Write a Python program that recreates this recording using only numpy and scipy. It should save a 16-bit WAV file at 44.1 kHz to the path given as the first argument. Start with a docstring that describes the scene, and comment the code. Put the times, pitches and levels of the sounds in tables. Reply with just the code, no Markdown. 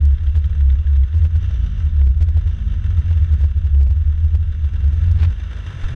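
"""An open paddock, from the seat of an idling racing kart, the microphone close to its two-stroke single.
The engine fires only on some turns and coasts down between them, so the silencer booms in choppy throbs
with a falling drone between. The mechanism clatters on every turn, strong throbs buzz the bodywork,
and the slack drive ticks at first. At the end the microphone swings towards the engine with a scuff
and a few bumps: the boom recedes and the clatter comes forward."""
import sys
import numpy as np
from scipy import signal
from scipy.fft import rfft, irfft, next_fast_len
from scipy.io import wavfile
from scipy.ndimage import uniform_filter1d, minimum_filter1d

SR = 44100
rng = np.random.default_rng(int(sys.argv[2]) if len(sys.argv) > 2 else 0)


def generate_wav(sig):
    """Save sig (samples, or channels by samples) to the path in sys.argv[1] as 16-bit PCM at SR."""
    pcm = np.round(np.clip(np.atleast_2d(sig).T, -1, 1) * 32767).astype(np.int16)
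    wavfile.write(sys.argv[1], SR, pcm)


N = 262395
TIME = np.arange(N) / SR

# a scuff right by the microphone: time_s, level_db
SCUFF_LEVEL = [(5.15, -81), (5.19, -41.5), (5.215, -41), (5.235, -34), (5.255, -35), (5.27, -71)]
# tone of that scuff: frequency_hz, gain_db
SCUFF_SPECTRUM = [(100, -4.5), (300, 8), (700, -1), (1500, 1), (2500, -2.5), (4000, -8), (6500, -21.5),
                  (9000, -34.5), (16000, -43)]
# air buffeting the swinging microphone: time_s, level_db
BUFFET_LEVEL = [(5.5, -55), (5.78, -36), (5.85, -32), (5.9, -38), (5.95, -19)]
# bumps on the microphone: crest_s, level_db, pitch_hz, half_length_s
MIC_BUMPS = [(5.255, -22, 138, 0.02), (5.76, -25.5, 123, 0.011), (5.85, -11.5, 24.3, 0.013),
             (5.92, -22.5, 120, 0.015)]

# ringing of the slack drive: pitch_hz, width_hz, gain_db
DRIVE_MODES = [(1750, 350, 4), (2860, 39, -2), (3170, 230, 0.5), (3860, 270, -3.5)]
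# outright knocks of the bodywork: start_s, level_db
PANEL_KNOCKS = [(0.349, -42.5), (1.138, -48), (1.248, -38), (2.012, -44), (2.067, -40), (2.203, -42),
                (2.283, -45), (2.368, -43), (2.46, -47.5), (3.108, -43.5), (3.743, -42.5), (3.807, -41.5),
                (3.865, -41.5), (4.345, -42), (4.839, -47.5), (4.929, -43)]
# dull rattle of the panels: frequency_hz, gain_db
RATTLE_SPECTRUM = [(100, -2), (220, 6), (330, 2), (520, 0), (800, -7), (1500, -12.5), (3000, -13.5),
                   (5000, -28), (10000, -45.5), (16000, -60)]
# sharp crackle of the panels: frequency_hz, gain_db
CRACKLE_SPECTRUM = [(500, -15.5), (2000, -0.5), (5000, -2.5), (8000, -9), (12000, -21), (16000, -21.5)]

# clatter at the microphone before speed adds to it, rising with the swing: time_s, level_db
CLATTER_LEVEL = [(0, -54.5), (1.9, -54), (2.15, -57), (2.55, -55), (3.0, -52), (3.42, -52), (3.52, -56.5),
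                 (4.5, -56), (5.0, -51), (5.35, -53), (5.6, -48.5), (5.9, -44)]
# ringing of crankcase, cylinder and drive together: pitch_hz, width_hz, gain_db
CASE_MODES = [(978, 34, -5.5), (1330, 90, -1.5), (1484, 74, 0.5), (1740, 260, -2.5), (2077, 62, -5),
              (2268, 130, -7.5)]
# whirr under that ringing: frequency_hz, gain_db
WHIRR_SPECTRUM = [(120, -8.5), (250, 2), (500, 0), (750, -7), (1100, -7.5), (1500, -7), (2400, -15),
                  (3500, -13), (4300, -27), (7000, -36), (16000, -73)]
# higher ring of the cylinder: pitch_hz, width_hz, gain_db
CYLINDER_MODES = [(2682, 69, 0.5), (2865, 68, 0), (3098, 55, -1.5), (3360, 210, -5), (3640, 190, -4),
                  (4030, 230, -12)]
# hiss of gas: frequency_hz, gain_db
HISS_SPECTRUM = [(2500, -31.5), (4000, -8.5), (4500, -4), (5050, 0), (5550, -4), (5850, -3.5), (6080, 5.5),
                 (6350, -1.5), (6700, -9), (8000, -10.5), (10000, -17), (13000, -30.5), (16000, -31.5)]
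# the two bands in which the inlet sings: pitch_hz, width_hz, gain_db
INLET_MODES = [(3020, 160, 1), (5960, 220, -9)]

# exhaust pipe as heard from the seat: time_s, level_db
PIPE_LOUDNESS = [(0, -24), (.12, -43), (.65, -36), (1.09, -48), (1.15, -35), (1.95, -34), (2.52, -40.5),
                 (2.6, -34.5), (3.02, -33.5), (3.95, -39.5), (4.6, -38), (5.26, -32), (5.35, -45),
                 (5.75, -40.5), (5.95, -44.5)]
# resonances of the pipe: pitch_hz, width_hz
PIPE_MODES = [(142, 9.9), (185, 85)]
# how the pipe passes multiples of the crank speed: frequency_hz, gain_db
PIPE_RESPONSE = [(80, -43), (105, -10), (128, 9), (150, 6.5), (170, -8), (205, -0.5), (235, -15.5),
                 (450, -39.5)]
# how the silencer passes them: frequency_hz, gain_db
SILENCER_RESPONSE = [(25, -29), (45, -16.5), (58, 0.5), (70, 7), (86, -2), (98, -13.5), (112, -29),
                     (150, -46.5)]
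# coasts, when the unfired engine pumps air through the silencer: start_s, length_s, level_db
COAST_SPANS = [(0, 0.15, -11), (0.58, 0.17, -10.5), (0.877, 0.17, -11), (1.536, .13, -17), (1.949, .18, -9),
               (2.562, 0.13, -19), (3.725, 0.17, -9)]
# crank speed, pushed up by runs of firings and sagging between them: time_s, turns_per_s
CRANK_SPEED = [(0, 37.5), (.2, 32.5), (.38, 40.5), (.78, 31.5), (.87, 36), (1.1, 32), (1.22, 44),
               (1.34, 44), (1.44, 63), (1.6, 58), (2.0, 35.6), (2.17, 29), (2.3, 39.6), (2.53, 55),
               (2.9, 46.2), (3.6, 38.5), (3.87, 33), (4.4, 41.6), (5.2, 44), (5.35, 54), (5.6, 52),
               (5.95, 39)]
# strong firings, timed at the crest of the boom: crest_s, level_db
STRONG_FIRINGS = [(0.219, -15), (0.253, -10.5), (0.284, -9.5), (.375, -5.5), (0.459, -9), (0.515, -12.5),
                  (.805, -9.5), (1.105, -18), (1.156, -8), (1.18, -8), (1.228, -6.5), (1.252, -6),
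                  (1.364, -5.5), (1.445, -15), (1.489, -15.5), (1.857, -8.5), (2.176, -11.5), (2.227, -5),
                  (2.287, -8), (2.377, -8), (2.481, -10), (2.772, -16.5), (2.858, -12.5), (2.9, -12.5),
                  (2.992, -6.5), (3.064, -11.5), (3.111, -10.5), (3.172, -9), (3.227, -9.5), (3.313, -13.5),
                  (3.34, -5.5), (3.415, -6.5), (3.446, -3.5), (3.501, -10), (3.576, -8), (3.659, -8),
                  (3.912, -5.5), (3.97, -8), (4.019, -11.5), (4.08, -11.5), (4.249, -6.5), (4.353, -5.5),
                  (4.412, -14.5), (4.549, -14), (4.655, -9.5), (4.798, -14), (4.844, -8.5), (4.887, -8),
                  (4.94, -19), (4.991, -12.5), (5.035, -9.5), (5.082, -7.5), (5.116, -6), (5.161, -8),
                  (5.232, -3.5), (5.279, -6.5)]

IDLE_TURNS_PER_S = 41
BOOM_HALF_S = 0.018
SWING_START_S, SWING_LENGTH_S = 5.27, 0.3


def from_db(db):
    """Decibels to gain."""
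    return 10 ** (np.asarray(db) / 20)


def rms_one(x):
    """Scale to rms 1."""
    return x / np.sqrt(np.mean(x ** 2) + 1e-20)


def in_time(curve):
    """A curve's value at every sample."""
    return np.interp(TIME, *np.transpose(curve))


def at_hz(spectrum, hz):
    """Gain of a spectrum at the given frequencies."""
    points, db = np.transpose(spectrum)
    return from_db(np.interp(np.log(hz), np.log(points), db))


def resonate(x, hz, width_hz):
    """One resonance with gain 1 at its peak."""
    r = np.exp(-np.pi * width_hz / SR)
    feedback = [1, -2 * r * np.cos(2 * np.pi * hz / SR), r * r]
    return signal.lfilter(np.array([1, 0, -1]) * (1 - r * r) / 2, feedback, x + 1e-18)


def ring(x, modes):
    """Resonances side by side, signs alternating."""
    return sum((-1) ** k * from_db(db) * resonate(x, hz, width)
               for k, (hz, width, db) in enumerate(modes))


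def cut(x, hz, kind, order):
    """Low- or high-pass."""
    return signal.sosfilt(signal.butter(order, hz, kind, fs=SR, output="sos"), x + 1e-18)


def colour(x, spectrum):
    """Shape x by a spectrum; white noise keeps its level."""
    size = next_fast_len(N + SR // 10)
    gain = at_hz(spectrum, np.arange(size // 2 + 1) * SR / size + 1)
    return irfft(rfft(x, size) * rms_one(gain), size)[:N]


def even(x, seconds):
    """Hold the rms near 1 over the given time; quicker throbs stay."""
    size = max(int(seconds * SR), 2)
    power = uniform_filter1d(uniform_filter1d(x * x, size), size)
    return x / np.sqrt(np.abs(power) + 1e-20)


def humps(times, levels_db, rise_s):
    """A hump starts at each time, peaks at its level after rise_s and dies away."""
    clicks = np.zeros(N)
    np.add.at(clicks, np.clip((times * SR).astype(int), 0, N - 1), from_db(levels_db))
    r = np.exp(-1 / (rise_s * SR))
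    return signal.lfilter([np.e / (rise_s * SR)], [1, -2 * r, r * r], clicks + 1e-18)


def bursts(rows):
    """Bell-shaped tones from rows of crest_s, level_db, pitch_hz, half_length_s; 0 Hz gives the shape."""
    out = np.zeros(N)
    for s, db, hz, half_s in rows:
        near = slice(max(int(s * SR) - SR // 10, 0), int(s * SR) + SR // 10)
        age = TIME[near] - s
        out[near] += from_db(db) * np.exp(-.5 * (age / half_s) ** 2) * np.cos(2 * np.pi * hz * age)
    return out


def grains(per_s, spread_db):
    """Random ticks of uneven size, rms 1."""
    sizes = from_db(spread_db * np.minimum(rng.exponential(1, N), 4)) * rng.choice([-1, 1], N)
    return rms_one(sizes * (rng.random(N) < per_s / SR))


def turn_times(turns):
    """The moment at which each crank turn begins."""
    return np.interp(np.arange(int(turns[-1])), turns, TIME)


def orders(turns, speed, response, count):
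    """Tones at multiples of the crank speed, weighted by a response; rms 1."""
    gains = [at_hz(response, k * speed) for k in range(1, count + 1)]
    tones = sum(g * np.cos(2 * np.pi * k * turns) for k, g in enumerate(gains, 1))
    return tones / np.sqrt(sum(g * g for g in gains) / 2)


def swing_away(loss_db):
    """Gain of a source that the microphone swings away from."""
    return from_db(-loss_db * np.clip((TIME - SWING_START_S) / SWING_LENGTH_S, 0, 1))


def handling():
    """Right at the microphone as it turns: a short scuff, bumps and a low gust of air."""
    scuff = from_db(in_time(SCUFF_LEVEL)) * colour(grains(per_s=6200, spread_db=5), SCUFF_SPECTRUM)
    air = cut(rng.standard_normal(N), 42, "low", order=2)
    gust = even(cut(air, 35, "high", order=2), seconds=0.051)
    return scuff + bursts(MIC_BUMPS) + from_db(in_time(BUFFET_LEVEL)) * gust


def drive_ticks(first_s=0.094, every_s=0.086, scatter_s=0.0049, count=14):
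    """In the slow opening idle the drive takes up its slack with almost even metallic ticks."""
    late, harder = rng.standard_normal((count, 2)).T
    times = first_s + every_s * np.arange(count) + scatter_s * late
    touches = humps(times, levels_db=-35 + 2.5 * harder, rise_s=0.0021) * rng.standard_normal(N)
    return cut(ring(touches, DRIVE_MODES), 5500, "low", order=6)


def bodywork(boom, buzz_db=-52, fizz_db=-61.5, rattle_db=-46.5, crackle_db=-60):
    """Loose panels near the seat buzz on the boom's crests, rattle at hard firings and sometimes knock."""
    lead_s, jolt_half_s, knock_rise_s = 0.0036, 0.0054, 0.0039
    crests = (np.maximum(boom, 0) / 0.39) ** 2.4
    # a jolt grows 2.3 dB per dB of firing, counted from a firing of -7 dB
    jolts = [(s, 2.3 * (db + 7)) for s, db in STRONG_FIRINGS]
    knock_times, knock_db = np.transpose(PANEL_KNOCKS)
    rattle = bursts([(s - lead_s, db + rattle_db, 0, jolt_half_s) for s, db in jolts])
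    rattle += humps(knock_times, knock_db + 3, knock_rise_s) + from_db(buzz_db) * crests
    crackle = bursts([(s, db + crackle_db, 0, 2 * jolt_half_s) for s, db in jolts])
    crackle += humps(knock_times, knock_db - 20, 2 * knock_rise_s) + from_db(fizz_db) * crests
    dull = colour(rattle * grains(per_s=5000, spread_db=2), RATTLE_SPECTRUM)
    sharp = colour(crackle * grains(per_s=2200, spread_db=6.5), CRACKLE_SPECTRUM)
    return dull + sharp


def inlet(speed, pulsing, full_db=-58, full_turns_per_s=58, hold_s=0.17):
    """The inlet sings in two narrow bands at the highest speeds and hangs on as the speed falls."""
    held_speed = np.maximum(speed, np.interp(TIME - hold_s, TIME, speed))
    fade_db = 1.7 * np.maximum(full_turns_per_s - held_speed, 0)
    return from_db(full_db - fade_db) * rms_one(ring(pulsing * rng.standard_normal(N), INLET_MODES))


def mechanism(turns, speed):
    """Piston slap and bearings ring in the metal once a turn, over a whirr, gas hiss and the inlet."""
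    times = turn_times(turns)
    slap_db = 1 + 15 * (rng.random(len(times)) - .5)
    pulsing = np.sqrt(1 + humps(times, slap_db, rise_s=0.0051) ** 2)
    contacts = pulsing * grains(per_s=12000, spread_db=3.5)
    whirr = rms_one(colour(pulsing * rng.standard_normal(N), WHIRR_SPECTRUM))
    case_ring = rms_one(cut(ring(contacts, CASE_MODES), 2600, "low", order=4))
    case = even(case_ring + whirr, seconds=0.42)
    cylinder_ring = cut(ring(contacts, CYLINDER_MODES), 4200, "low", order=8)
    cylinder = even(cut(cylinder_ring, 2500, "high", order=4), seconds=0.84)
    hiss = even(colour(pulsing * grains(per_s=15000, spread_db=0.5), HISS_SPECTRUM), seconds=0.3)
    # all three follow the clatter's level and grow with each doubling of speed
    clatter_db = in_time(CLATTER_LEVEL)
    drift_db = clatter_db - clatter_db.mean()
    doublings = np.log2(speed / IDLE_TURNS_PER_S)
    case *= from_db(3 + clatter_db + 3 * doublings)
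    cylinder *= from_db(-57.5 + 0.83 * drift_db + 3.5 * doublings)
    hiss *= from_db(-67 + 0.99 * drift_db + 3.5 * doublings)
    return case + cylinder + hiss + inlet(speed, pulsing)


def frame(turns, rocking_db=-24.5, rumble_db=-26.5):
    """The piston rocks the frame under the seat once a turn; uneven running adds a rumble."""
    rocking = from_db(rocking_db) * np.sin(2 * np.pi * turns)
    low_noise = cut(rng.standard_normal(N), 52, "low", order=4)
    rumble = from_db(rumble_db) * even(cut(low_noise, 22, "high", order=2), seconds=0.14)
    return swing_away(loss_db=19) * (rocking + rumble)


def exhaust_pipe(turns, speed, load_half_s=0.02):
    """The pipe drones in clean overtones, which give way to a rough puff at each strong firing."""
    surges = bursts([(s, db, 0, BOOM_HALF_S) for s, db in STRONG_FIRINGS])
    puffs = (0.84 + surges) * rng.standard_normal(N)
    for hz, width in PIPE_MODES:
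        puffs = resonate(puffs, hz, width)
    puffs = even(cut(puffs, 97, "high", order=3), seconds=0.63)
    load = np.minimum(bursts([(s, 0, 0, load_half_s) for s, _ in STRONG_FIRINGS]), 1)
    overtones = from_db(-4 - 3.5 * load) * orders(turns, speed, PIPE_RESPONSE, count=9)
    return from_db(in_time(PIPE_LOUDNESS)) * (overtones + from_db(-4.5 + 1.7 * load) * puffs)


def coasting_drone(turns, speed, floor_db=-24, attack_s=0.11, release_s=0.017):
    """Air pumped through the silencer drones faintly all along and swells in every coast."""
    gain = from_db(floor_db)
    for start_s, length_s, db in COAST_SPANS:
        ramps = np.minimum((TIME - start_s) / attack_s, (start_s + length_s - TIME) / release_s)
        gain = np.maximum(gain, from_db(db) * np.clip(ramps + .5, 0, 1))
    return gain * orders(turns, speed, SILENCER_RESPONSE, count=4)


def firing_booms(turns, speed, idle_pitch_hz=76.1, weak_chance=0.41, weak_db=-22):
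    """Each firing booms, a little higher at speed; chance turns between strong firings fire feebly."""
    times = turn_times(turns)
    gap_s = np.abs(times[:, None] - np.array(STRONG_FIRINGS)[:, 0]).min(axis=1)
    fires_weakly = (rng.random(len(times)) < weak_chance) & (gap_s > 2 * BOOM_HALF_S)
    firings = STRONG_FIRINGS + [(s, weak_db) for s in times[fires_weakly]]
    pitch_hz = idle_pitch_hz + 0.4 * (speed - IDLE_TURNS_PER_S)
    return bursts([(s, db, np.interp(s, TIME, pitch_hz), BOOM_HALF_S) for s, db in firings])


def silencer(turns, speed, booms, boom_gain_db=0.5, murmur_db=-27.5):
    """Close to the seat, the silencer lets out the booms, the drone and a murmur of turbulent gas."""
    flow = colour(rng.standard_normal(N), SILENCER_RESPONSE + [(300, -100)])
    murmur = from_db(murmur_db) * even(flow, seconds=0.028)
    outlet = from_db(boom_gain_db) * booms + coasting_drone(turns, speed) + murmur
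    return swing_away(loss_db=5) * outlet


def limiter(x, ceiling_db=-5.5, release_db_per_s=28.5, attack_s=0.014):
    """The gain ducks just ahead of every peak over the ceiling and recovers slowly."""
    over_db = np.maximum(20 * np.log10(np.abs(x[0]) + 1e-9) - ceiling_db, 0)
    recovery_db = release_db_per_s * TIME
    gain_db = recovery_db - np.maximum.accumulate(over_db + recovery_db)
    size = int(attack_s * SR)
    held_db = minimum_filter1d(gain_db, 2 * size)
    return x * from_db(uniform_filter1d(uniform_filter1d(held_db, size), size))


def scene():
    """One microphone at the seat: exhaust, frame, mechanism, panels, drive ticks and handling."""
    speed = in_time(CRANK_SPEED)
    turns = np.cumsum(speed) / SR
    booms = firing_booms(turns, speed)
    pipe = exhaust_pipe(turns, speed)
    throb = silencer(turns, speed, booms)
    engine = throb + pipe + frame(turns) + mechanism(turns, speed)
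    return (engine + bodywork(throb) + drive_ticks() + handling())[None]


def record(dry, fade_s=0.012, cutoff_hz=15800):
    """A limiter holds the booms down, the sound eases in and out, the top is cut."""
    edges = np.clip(np.minimum(TIME, TIME[-1] - TIME) / fade_s, 0, 1)
    low_pass = signal.ellip(10, .1, 80, cutoff_hz, fs=SR, output="sos")
    return signal.sosfilt(low_pass, limiter(dry) * np.sin(edges * np.pi / 2) ** 2)


dry = scene()
out = record(dry)
generate_wav(out)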